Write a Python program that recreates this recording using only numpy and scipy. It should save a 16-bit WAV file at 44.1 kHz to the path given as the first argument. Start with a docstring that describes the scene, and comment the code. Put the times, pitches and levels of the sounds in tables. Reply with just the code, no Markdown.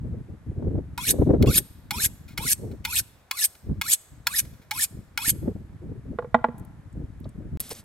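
"""Gusts thump on the microphone in a walled garden. After a second a butcher starts honing a knife
on a steel rod: ten strokes, each a clink and a rising rasp. The blade's ringing glides in pitch as
the rod slides from its heel (by the handle) to its tip. At six seconds the rod is put down and
bounces on a wooden table. Small ticks follow, then an instant of silence, and the knife hisses
through meat close by."""
import sys
import numpy as np
from scipy import signal
from scipy.fft import rfft, irfft
from scipy.io import wavfile
from scipy.ndimage import uniform_filter1d

SR = 44100
rng = np.random.default_rng(int(sys.argv[2]) if len(sys.argv) > 2 else 0)


def transcribe(u):
    """Save the signal u as a 16-bit wav file named by the first command-line argument.

    u: samples, shape (n,) or (channels, n), limited to [-1, 1]; the rate is SR.
    q: integer samples, one column per channel.
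    """
    v = np.clip(np.atleast_2d(u).T, -1, 1)
    q = np.round(v * 32767).astype(np.int16)
    wavfile.write(sys.argv[1], SR, q)


N = 345744
TIME = np.arange(N) / SR


# Strokes along the rod: start_s, length_s, first_contact (0 heel, 1 tip), first_rasp_db, hiss_db
STROKES = [(0.976, 0.14, .12, -38.5, -3.5), (1.467, 0.12, 0.23, -35.5, -0.5),
           (1.904, 0.16, 0.0033, -42, -3.5), (2.372, 0.16, 0, -43.5, -2), (2.841, 0.16, 0.0016, -44, -3),
           (3.307, 0.15, .18, -50, -1), (3.811, .132, 0.2, -43.5, -1), (4.262, 0.14, .14, -44, -4),
           (4.707, 0.14, 0.011, -41.5, -3), (5.176, 0.13, 0.034, -38, -2.5)]
# The blade lands on the rod, or just brushes it on the way back: start_s, level_db, chatter_s
CLINKS = [(0.9778, -32, 0.005), (1.4256, -30.5, 0.0044), (1.46, -39.5, .008), (1.9086, -23.5, 0.0073),
          (2.281, -50.5, 0.069), (2.377, -26, 0.0079), (2.714, -55.5, 0.012), (2.851, -24, 0.0078),
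          (3.3119, -23, 0.0045), (3.552, -53, 0.0053), (3.8138, -22, 0.0072), (4.27, -17, 0.0046),
          (4.451, -53, 0.0057), (4.537, -60.5, .012), (4.616, -60, 0.038), (4.7105, -24.5, 0.0086),
          (5.176, -22, 0.0046)]

def honing():
    """The knife taps the rod and scrapes along it, stroke after stroke."""
    out = np.zeros((2, N))
    for start_s, *settings in STROKES:
        add(out, start_s, stroke(friction(count=SR // 5), *settings))
    for start_s, level_db, chatter_s in CLINKS:
        add(out, start_s, clink(level_db, chatter_s))
    return out


# Hiss of the edge near the tip: pitch_hz, level_db
TIP_HISS = [(700, -53), (1500, -15.5), (3500, -12.5), (6000, -8.5), (7600, -6), (8250, -2), (8950, -5.5),
            (9700, 2), (10500, -8), (11200, 4), (11900, -1), (12600, -14.5), (14900, -24), (15500, -15),
            (16200, -40.5)]

def stroke(grit, length_s, first_contact, first_rasp_db, hiss_db, top_rasp_db=-28, rod_db=-8,
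           lift_s=0.0039, landing_db=12, landing_s=0.013):
    """The edge speeds up over the rough rod; the blade sings first and hisses as the tip comes near."""
    t = np.arange(grit.shape[1]) / SR
    progress = np.minimum(t / length_s, 1)
    contact = first_contact + (1 - first_contact) * progress ** 1.7
    # The rubbing grows with speed and stops when the tip leaves the rod.
    speed = np.minimum(progress / 0.85, 1)
    rubbing = gain_of(first_rasp_db + (top_rasp_db - first_rasp_db) * speed)
    touching = np.minimum(t / 0.0067, 1) * np.exp(-np.maximum(t - length_s, 0) / lift_s)
    # The landing leaves the blade ringing for a moment.
    song = blade_song(grit, contact) * gain_of(landing_db * np.exp(-t / landing_s))
    rod = gain_of(rod_db) * unit_level(steel_ring(grit))
    ring = (song + rod) * gain_of(-4 * contact)  # softer toward the tip
    flare_db = 4.5 * np.exp(-((progress - 0.94) / 0.037) ** 2)  # the tip crosses the rod
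    hiss = gain_of(hiss_db + 21 * (speed - 0.5) + flare_db) * coloured(grit, TIP_HISS)
    return rubbing * touching * (high_pass(ring, 650) + hiss)


# The blade's gliding tones: width_hz, heel_db, tip_db, then pitch_hz at five even steps, heel to tip
BLADE_TONES = [(29.7, 6.5, -3, 810, 1090, 1780, 3600, 5600), (59, 4.5, -8.5, 2300, 2700, 2000, 1680, 1513),
               (90.2, -5, 0.5, 2900, 3450, 4300, 3500, 8400),
               (109.5, -1.5, -6, 3000, 4450, 3900, 2700, 4900),
               (111.4, -9, 4.5, 5900, 4900, 3600, 6300, 14000),
               (110, -8, -1.5, 4800, 5900, 5400, 4900, 8400),
               (130, -8, -4.5, 10000, 7300, 6900, 9700, 8000)]

def blade_song(grit, contact, swell_db=10):
    """The rod divides the blade into two ringing parts, whose pitches glide as their lengths change."""
    out = 0
    for width_hz, heel_db, tip_db, *path_hz in BLADE_TONES:
        hz = np.exp(np.interp(contact, np.linspace(0, 1, len(path_hz)), np.log(path_hz)))
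        tone = unit_level(resonate(resonate(grit, hz, width_hz), hz, 4 * width_hz))
        # Random swells stand for the rod passing the blade's moving and still spots.
        wander_db = swell_db * np.sqrt(contact) * np.tanh(drift(len(contact), rate_hz=70))
        out = out + gain_of(heel_db + (tip_db - heel_db) * contact + wander_db) * tone
    return unit_level(out)


def friction(count, grain_db=2.46, judder_db=1.2):
    """Rubbing noise: the rough steel catches unevenly and the hand shakes a little."""
    catch_db = grain_db * drift(count, rate_hz=2300) + judder_db * drift(count, rate_hz=140)
    return squeaky(stereo_noise(count)) * gain_of(catch_db)


def squeaky(noise, patchy_db=4.2):
    """Sticking and slipping favours a few pitches for some milliseconds at a time."""
    bands = signal.stft(noise, SR, nperseg=256, noverlap=192)[2]
    patches = uniform_filter1d(rng.standard_normal(bands.shape[1:]), size=3, axis=0)  # across pitch
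    patches = uniform_filter1d(patches, size=14, axis=1)  # across time
    bands = bands * gain_of(patchy_db * np.clip(unit_level(patches), -2, 2))
    return signal.istft(bands, SR, nperseg=256, noverlap=192)[1][:, :noise.shape[1]]


def clink(level_db, chatter_s, bounce_s=0.0017, rattle=0.1):
    """The blade lands, bounces a few times within milliseconds and settles."""
    t = np.arange(SR // 16) / SR
    force = rattle * rng.standard_normal(len(t)) * np.exp(-(t / chatter_s) ** 2)
    hits_s = np.arange(8) * bounce_s + np.r_[0, rng.uniform(0, bounce_s, 7)]
    force[(hits_s * SR).astype(int)] += np.exp(-(hits_s / chatter_s) ** 2)
    ring = steel_ring(force)
    return gain_of(level_db) * ring / ring[:SR // 125].std()


# Tones of rod and knife (wider ones die sooner): pitch_hz, width_hz, level_db
STEEL_TONES = [(930, 98, -7), (1440, 130, 1), (1636, 47, 1), (2191, 140, 7), (2420, 170, 2.5),
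               (2942, 82, 4), (3430, 320, 0.5), (3956, 270, -2), (4230, 140, -4), (5150, 230, -5),
               (5934, 150, -27), (7000, 110, -1.5), (8150, 410, -20.5), (9170, 560, -10),
               (11100, 1100, -14.5), (12900, 600, -6)]

def steel_ring(force):
    """Rod and knife ring only briefly, because hands hold them."""
    out = 0
    for pitch_hz, width_hz, level_db in STEEL_TONES:
        fade = np.exp(-np.pi * width_hz / SR)
        feedback = fade * np.cos(2 * np.pi * pitch_hz / SR)
        tone = signal.lfilter([1, -feedback], [1, -2 * feedback, fade ** 2], force)
        out = out + gain_of(level_db) * (1 - fade) * tone
    return high_pass(out, 710)  # small things give off little bass


# The rod hits the table: start_s, level_db, low_tones_db, board_ring_db
KNOCKS = [(6.187, -23, -14, 7.5), (6.223, -38.5, -15, 11), (6.245, -33, -18, 18), (6.3441, -10.5, -6, -5),
          (6.388, -40.5, -3, 4), (6.442, -15.5, -4.5, -4), (6.485, -30, 15.5, 12.5)]
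# Tones of board and table: pitch_hz, level_db, ring_s (time to fade by 60 dB)
WOOD_TONES = [(237, -5, 0.11), (379.4, -11.5, 0.044), (485, -2, 0.068), (663, 1.5, 0.036), (861, 3, 0.041),
              (1037, 2, 0.025), (1174, -5, 0.031), (1368, -2, 0.026), (1632, -7, 0.025),
              (1916, -8.5, 0.024), (2530, -24, 0.016), (3640, -35, 0.025)]

def table_knocks(low_hz=380, board_hz=495, scatter_db=2, crack_db=-5, crack_s=0.0025, rise_s=0.00059):
    """Handle and tip of the rod hit the wood and bounce; each spot brings out different tones."""
    out, t = np.zeros(N), np.arange(SR // 5) / SR
    hz, tone_db, ring_s = np.transpose(WOOD_TONES)[:, :, None]
    crack_colour = [(200, -11), (900, 2.5), (2500, -3.5), (5000, -26.5), (12000, -57)]  # pitch_hz, level_db
    for start_s, level_db, low_tones_db, board_ring_db in KNOCKS:
        spot_db = low_tones_db * (hz < low_hz) + board_ring_db * np.exp(-((hz - board_hz) / 60) ** 2)
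        spot_db += scatter_db * rng.standard_normal(hz.shape)
        tones = np.sin(2 * np.pi * (hz * t + rng.random(hz.shape)))
        ring = (gain_of(tone_db + spot_db - 60 * t / ring_s) * tones).sum(0)
        crack = coloured(rng.standard_normal(len(t)), crack_colour) * np.exp(-t / crack_s)
        knock = (ring + gain_of(crack_db) * crack) * (1 - np.exp(-t / rise_s)) ** 2
        add(out, start_s, gain_of(level_db) * knock / knock[:SR // 100].std())
    return out


# Ticks and bumps: start_s, level_db, pitch_hz, fade_s
TICKS = [(6.581, -49.5, 10950, 0.0061), (6.597, -49, 10400, 0.0035), (6.65, -49.5, 10500, 0.0026),
         (6.928, -59, 7950, 0.0028), (7.202, -52.5, 11200, .002), (7.243, -52, 3840, .005),
         (7.255, -31.5, 417, 0.0063), (7.291, -52, 9000, 0.0045), (7.6024, -20.5, 11300, 0.0065),
         (7.693, -33, 11100, .002), (7.710, -34.5, 4800, .006), (7.712, -28.5, 507, 0.0079),
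         (7.730, -31, 10500, .002), (7.751, -38, 5900, 0.0016), (7.769, -51, 5000, 0.0034),
         (7.787, -51, 5960, 0.0025)]

def wet_ticks():
    """Knife, glove and meat touch, each time with a tiny burst of noise."""
    out, t = np.zeros(N), np.arange(SR // 16) / SR
    for start_s, level_db, hz, fade_s in TICKS:
        narrow_noise = resonate(rng.standard_normal(len(t)), hz, width_hz=0.16 * hz)
        burst = unit_level(resonate(narrow_noise, hz, width_hz=hz))
        add(out, start_s, gain_of(level_db) * burst * np.exp(-t / fade_s))
    return out


# Pulls of the knife: start_s, hold_s, level_db
PULLS = [(7.59, 0.094, -46), (7.707, 0.012, -35), (7.742, 0.059, -47.5)]
# Hiss of the blade in meat: pitch_hz, level_db
SLICE_HISS = [(200, 8), (1000, -6.5), (4000, 0), (7000, -2.5), (9500, 3), (12000, 0), (13500, -18),
              (16000, -23)]

def slicing():
    """The blade hisses as it is drawn through the meat."""
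    pulls = [gain_of(level_db) * swell(start_s, hold_s, rise_s=0.0053, fall_s=0.011)
             for start_s, hold_s, level_db in PULLS]
    return np.max(pulls, axis=0) * coloured(rng.standard_normal(N), SLICE_HISS)


# Light wind between the gusts: time_s, level_db
BREEZE = [(0, -32.5), (.38, -48.5), (.9, -38.5), (1.7, -48), (2.25, -45), (2.85, -41), (3.3, -66),
          (3.55, -64), (3.85, -46.5), (4.02, -66.5), (4.35, -48), (4.65, -55.5), (5.1, -52), (5.7, -42.5),
          (6.8, -45), (7.5, -39), (7.65, -52)]
# Gusts: peak_s, hold_s, thump_db, flutter_db (compared with the thump)
GUSTS = [(0.042, 0.15, -31, -13), (0.295, 0.043, -38.5, -7), (0.475, 0.14, -31, -14.5),
         (0.605, 0.19, -25.5, -6), (1.093, 0.1, -31.5, -0.5), (1.197, 0.035, -19.5, -1),
         (1.272, 0.071, -20, 2.5), (1.399, 0.096, -15.5, -6), (1.567, 0.03, -30, -7),
         (1.925, 0.18, -36, -14.5), (2.387, 0.093, -35.5, -11), (2.601, .13, -35, -3.5),
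         (2.938, 0.075, -41.5, -16), (3.685, 0.039, -25, -11.5), (3.738, 0.055, -34.5, -27),
         (4.13, 0.069, -45, -30), (4.432, 0.043, -39.5, -13.5), (4.518, 0.019, -41, -20),
         (4.763, 0.032, -43, -24), (4.936, 0.064, -38, -13.5), (5.264, 0.16, -34, -12),
         (5.446, 0.055, -28.5, 1), (5.554, 0.065, -36.5, -11), (5.833, 0.15, -36, -6),
         (6.076, 0.067, -34.5, -6.5), (6.547, 0.11, -38.5, -13.5), (6.965, 0.075, -30.5, -12.5),
         (7.201, 0.1, -36.5, -21), (7.369, 0.1, -37, -10.5), (7.535, 0.038, -28.5, -15)]
# The wind's deep thump: pitch_hz, level_db
THUMP_COLOUR = [(20, -47.5), (40, -10), (62, 1), (125, -2.5), (200, -8.5), (300, -15.5), (500, -46),
                (900, -67), (4000, -100)]
# Its higher flutter: pitch_hz, level_db
FLUTTER_COLOUR = [(100, -23.5), (240, 1), (400, -1), (600, -13), (1000, -31.5), (2000, -49.5),
                  (5000, -70.5), (12000, -90.5)]

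def wind():
    """Gusts rise out of the breeze and thump on the microphone; at their height they flutter too."""
    thump = gain_of(np.interp(TIME, *np.transpose(BREEZE)))
    flutter = gain_of(-21) * thump  # a light wind hardly flutters
    for peak_s, hold_s, thump_db, flutter_db in GUSTS:
        gust = swell(peak_s, hold_s, rise_s=0.017, fall_s=0.025)
        thump = np.maximum(thump, gain_of(thump_db) * gust)
        # Flutter grows faster than the gust that drives it.
        flutter = np.maximum(flutter, gain_of(thump_db + flutter_db) * gust ** 1.4)
    pair = thump * swirls(THUMP_COLOUR, lumps_db=4.5) + flutter * swirls(FLUTTER_COLOUR, lumps_db=6.5)
    return pair * gain_of([[0.3], [-0.7]])  # left, right


def swirls(colour, lumps_db):
    """Air swirls over both microphone openings: lumpy noise with a steady average strength."""
    noise = coloured(stereo_noise(N), colour) * gain_of(lumps_db * drift(N, rate_hz=45))
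    power = (noise ** 2).mean(0)
    average_power = uniform_filter1d(uniform_filter1d(power, size=3000), size=3000)
    return noise / np.sqrt(average_power + 1e-9)


# How long the garden rings: pitch_hz, ring_s (time to fade by 60 dB)
GARDEN_RING = [(200, 0.47), (1000, 1), (4000, 1), (11000, .5), (14000, 0.88)]

def garden_echo(sound, early_db, early_s, tail_db):
    """Table, body and ground reflect the sound at once; walls and bushes add a faint tail."""
    t = np.arange(SR * 3 // 4) / SR
    early = stereo_noise(len(t)) * np.exp(-t / early_s) * (t > 0.002)
    hz, time_s, bands = signal.stft(stereo_noise(len(t)), SR, nperseg=256)
    bands = bands * gain_of(-60 * time_s / value_at(GARDEN_RING, hz)[:, None])
    tail = signal.istft(bands, SR, nperseg=256)[1][:, :len(t)]
    echo = gain_of(early_db) * early / np.linalg.norm(early[0])
    echo += gain_of(tail_db) * tail / np.linalg.norm(tail[0])
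    return signal.fftconvolve(sound[None], echo, axes=1)[:, :N]


# The distant outdoors: pitch_hz, level_db
AIR_COLOUR = [(30, -5), (80, 7.5), (250, -5.5), (600, -2), (1000, -5.5), (1700, -7), (2800, -16.5),
              (5000, -23), (9000, -24), (11600, -21.5), (12600, -39), (16000, -64)]

def distant_air(level_db=-60.5):
    """A faint, steady hush comes from all around."""
    return gain_of(level_db) * coloured(stereo_noise(N), AIR_COLOUR)


# How alike left and right sound: pitch_hz, likeness (0 unrelated, 1 the same)
LIKENESS = [(50, .82), (500, 0.63), (2000, 0.48), (6000, 0.25), (8000, 0.9), (15000, 0.78)]

def stereo_noise(count):
    """Noise as two close microphones hear it: partly shared, partly separate."""
    first, second = rfft(rng.standard_normal((2, count)))
    likeness = value_at(LIKENESS, np.fft.rfftfreq(count, 1 / SR))
    shared = np.sqrt((1 + likeness) / 2) * first
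    apart = np.sqrt((1 - likeness) / 2) * second
    return irfft(np.array([shared + apart, shared - apart]), count)


def gain_of(db):
    """Turns decibels into a number to multiply by."""
    return 10 ** (np.asarray(db) / 20)


def unit_level(x):
    """Scales a signal to an average strength (rms) of 1."""
    return x / np.sqrt(np.mean(x ** 2) + 1e-20)


def value_at(points, hz):
    """Looks up a value between the pitches of a table, on a log scale of pitch."""
    pitch_hz, value = np.transpose(points)
    return np.interp(np.log(hz + 1), np.log(pitch_hz + 1), value)


def add(mix, start_s, sound):
    """Mixes a sound in at its start time."""
    part = mix[..., round(start_s * SR):][..., :sound.shape[-1]]
    part += sound[..., :part.shape[-1]]


def coloured(x, colour):
    """Shapes the lows and highs of a signal, and returns it at strength 1."""
    hz = np.fft.rfftfreq(x.shape[-1], 1 / SR)
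    return unit_level(irfft(rfft(x) * gain_of(value_at(colour, hz)), x.shape[-1]))


def drift(count, rate_hz):
    """A random wobble of strength 1, up to about the given rate."""
    hz = np.fft.rfftfreq(count, 1 / SR)
    return unit_level(irfft(rfft(rng.standard_normal(count)) / (1 + (hz / rate_hz) ** 4), count))


def resonate(x, hz, width_hz):
    """Makes a signal ring around one pitch, which may move."""
    turn = np.exp(2j * np.pi * np.cumsum(hz * np.ones(x.shape[-1])) / SR)
    fade = np.exp(-np.pi * width_hz / SR)
    return 2 * (turn * signal.lfilter([1 - fade], [1, -fade], x / turn + 1e-18)).real


def high_pass(x, hz):
    """Cuts the bass below the given pitch."""
    return signal.sosfilt(signal.butter(4, hz, "high", fs=SR, output="sos"), x)


def swell(peak_s, hold_s, rise_s, fall_s):
    """A loudness curve that builds to its peak, holds and dies away."""
    before, after = np.maximum(peak_s - TIME, 0), np.maximum(TIME - peak_s - hold_s, 0)
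    return np.exp(-before / rise_s - after / fall_s)


def scene():
    """Knife in front, table a little to the right, wind and distant air all round."""
    knife, knocks, air = honing(), table_knocks(), distant_air()
    knife = knife + garden_echo(knife.mean(0), early_db=-10.5, early_s=0.007, tail_db=-26.5)
    table = knocks * gain_of([[-3], [1]])  # left, right
    table += garden_echo(knocks, early_db=-8.5, early_s=0.0079, tail_db=-25)
    return knife + table + wet_ticks() + slicing() + wind() + air


# How far the left channel runs ahead of the right in phase: pitch_hz, lead_radians
LEFT_LEAD = [(1300, 0), (2300, .7), (2800, 1.8), (3600, .5), (5200, 1.2), (7800, .8), (8500, 0),
             (11900, -6.2), (12500, -6.5), (15300, -12.5)]

def record(dry, silence_from_s=7.573, silence_to_s=7.597, top_hz=16200):
    """Left and right are out of step; the sound drops out for an instant; the highest treble is cut."""
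    turn = np.exp(0.5j * value_at(LEFT_LEAD, np.fft.rfftfreq(N, 1 / SR)))
    pair = irfft(rfft(dry) * np.array([turn, turn.conj()]), N)
    pair *= (TIME < silence_from_s) | (TIME > silence_to_s)
    treble_cut = signal.firwin(255, top_hz, window=("kaiser", 9), fs=SR)
    return signal.oaconvolve(pair, treble_cut[None], "same")


dry = scene()
out = record(dry)
transcribe(out)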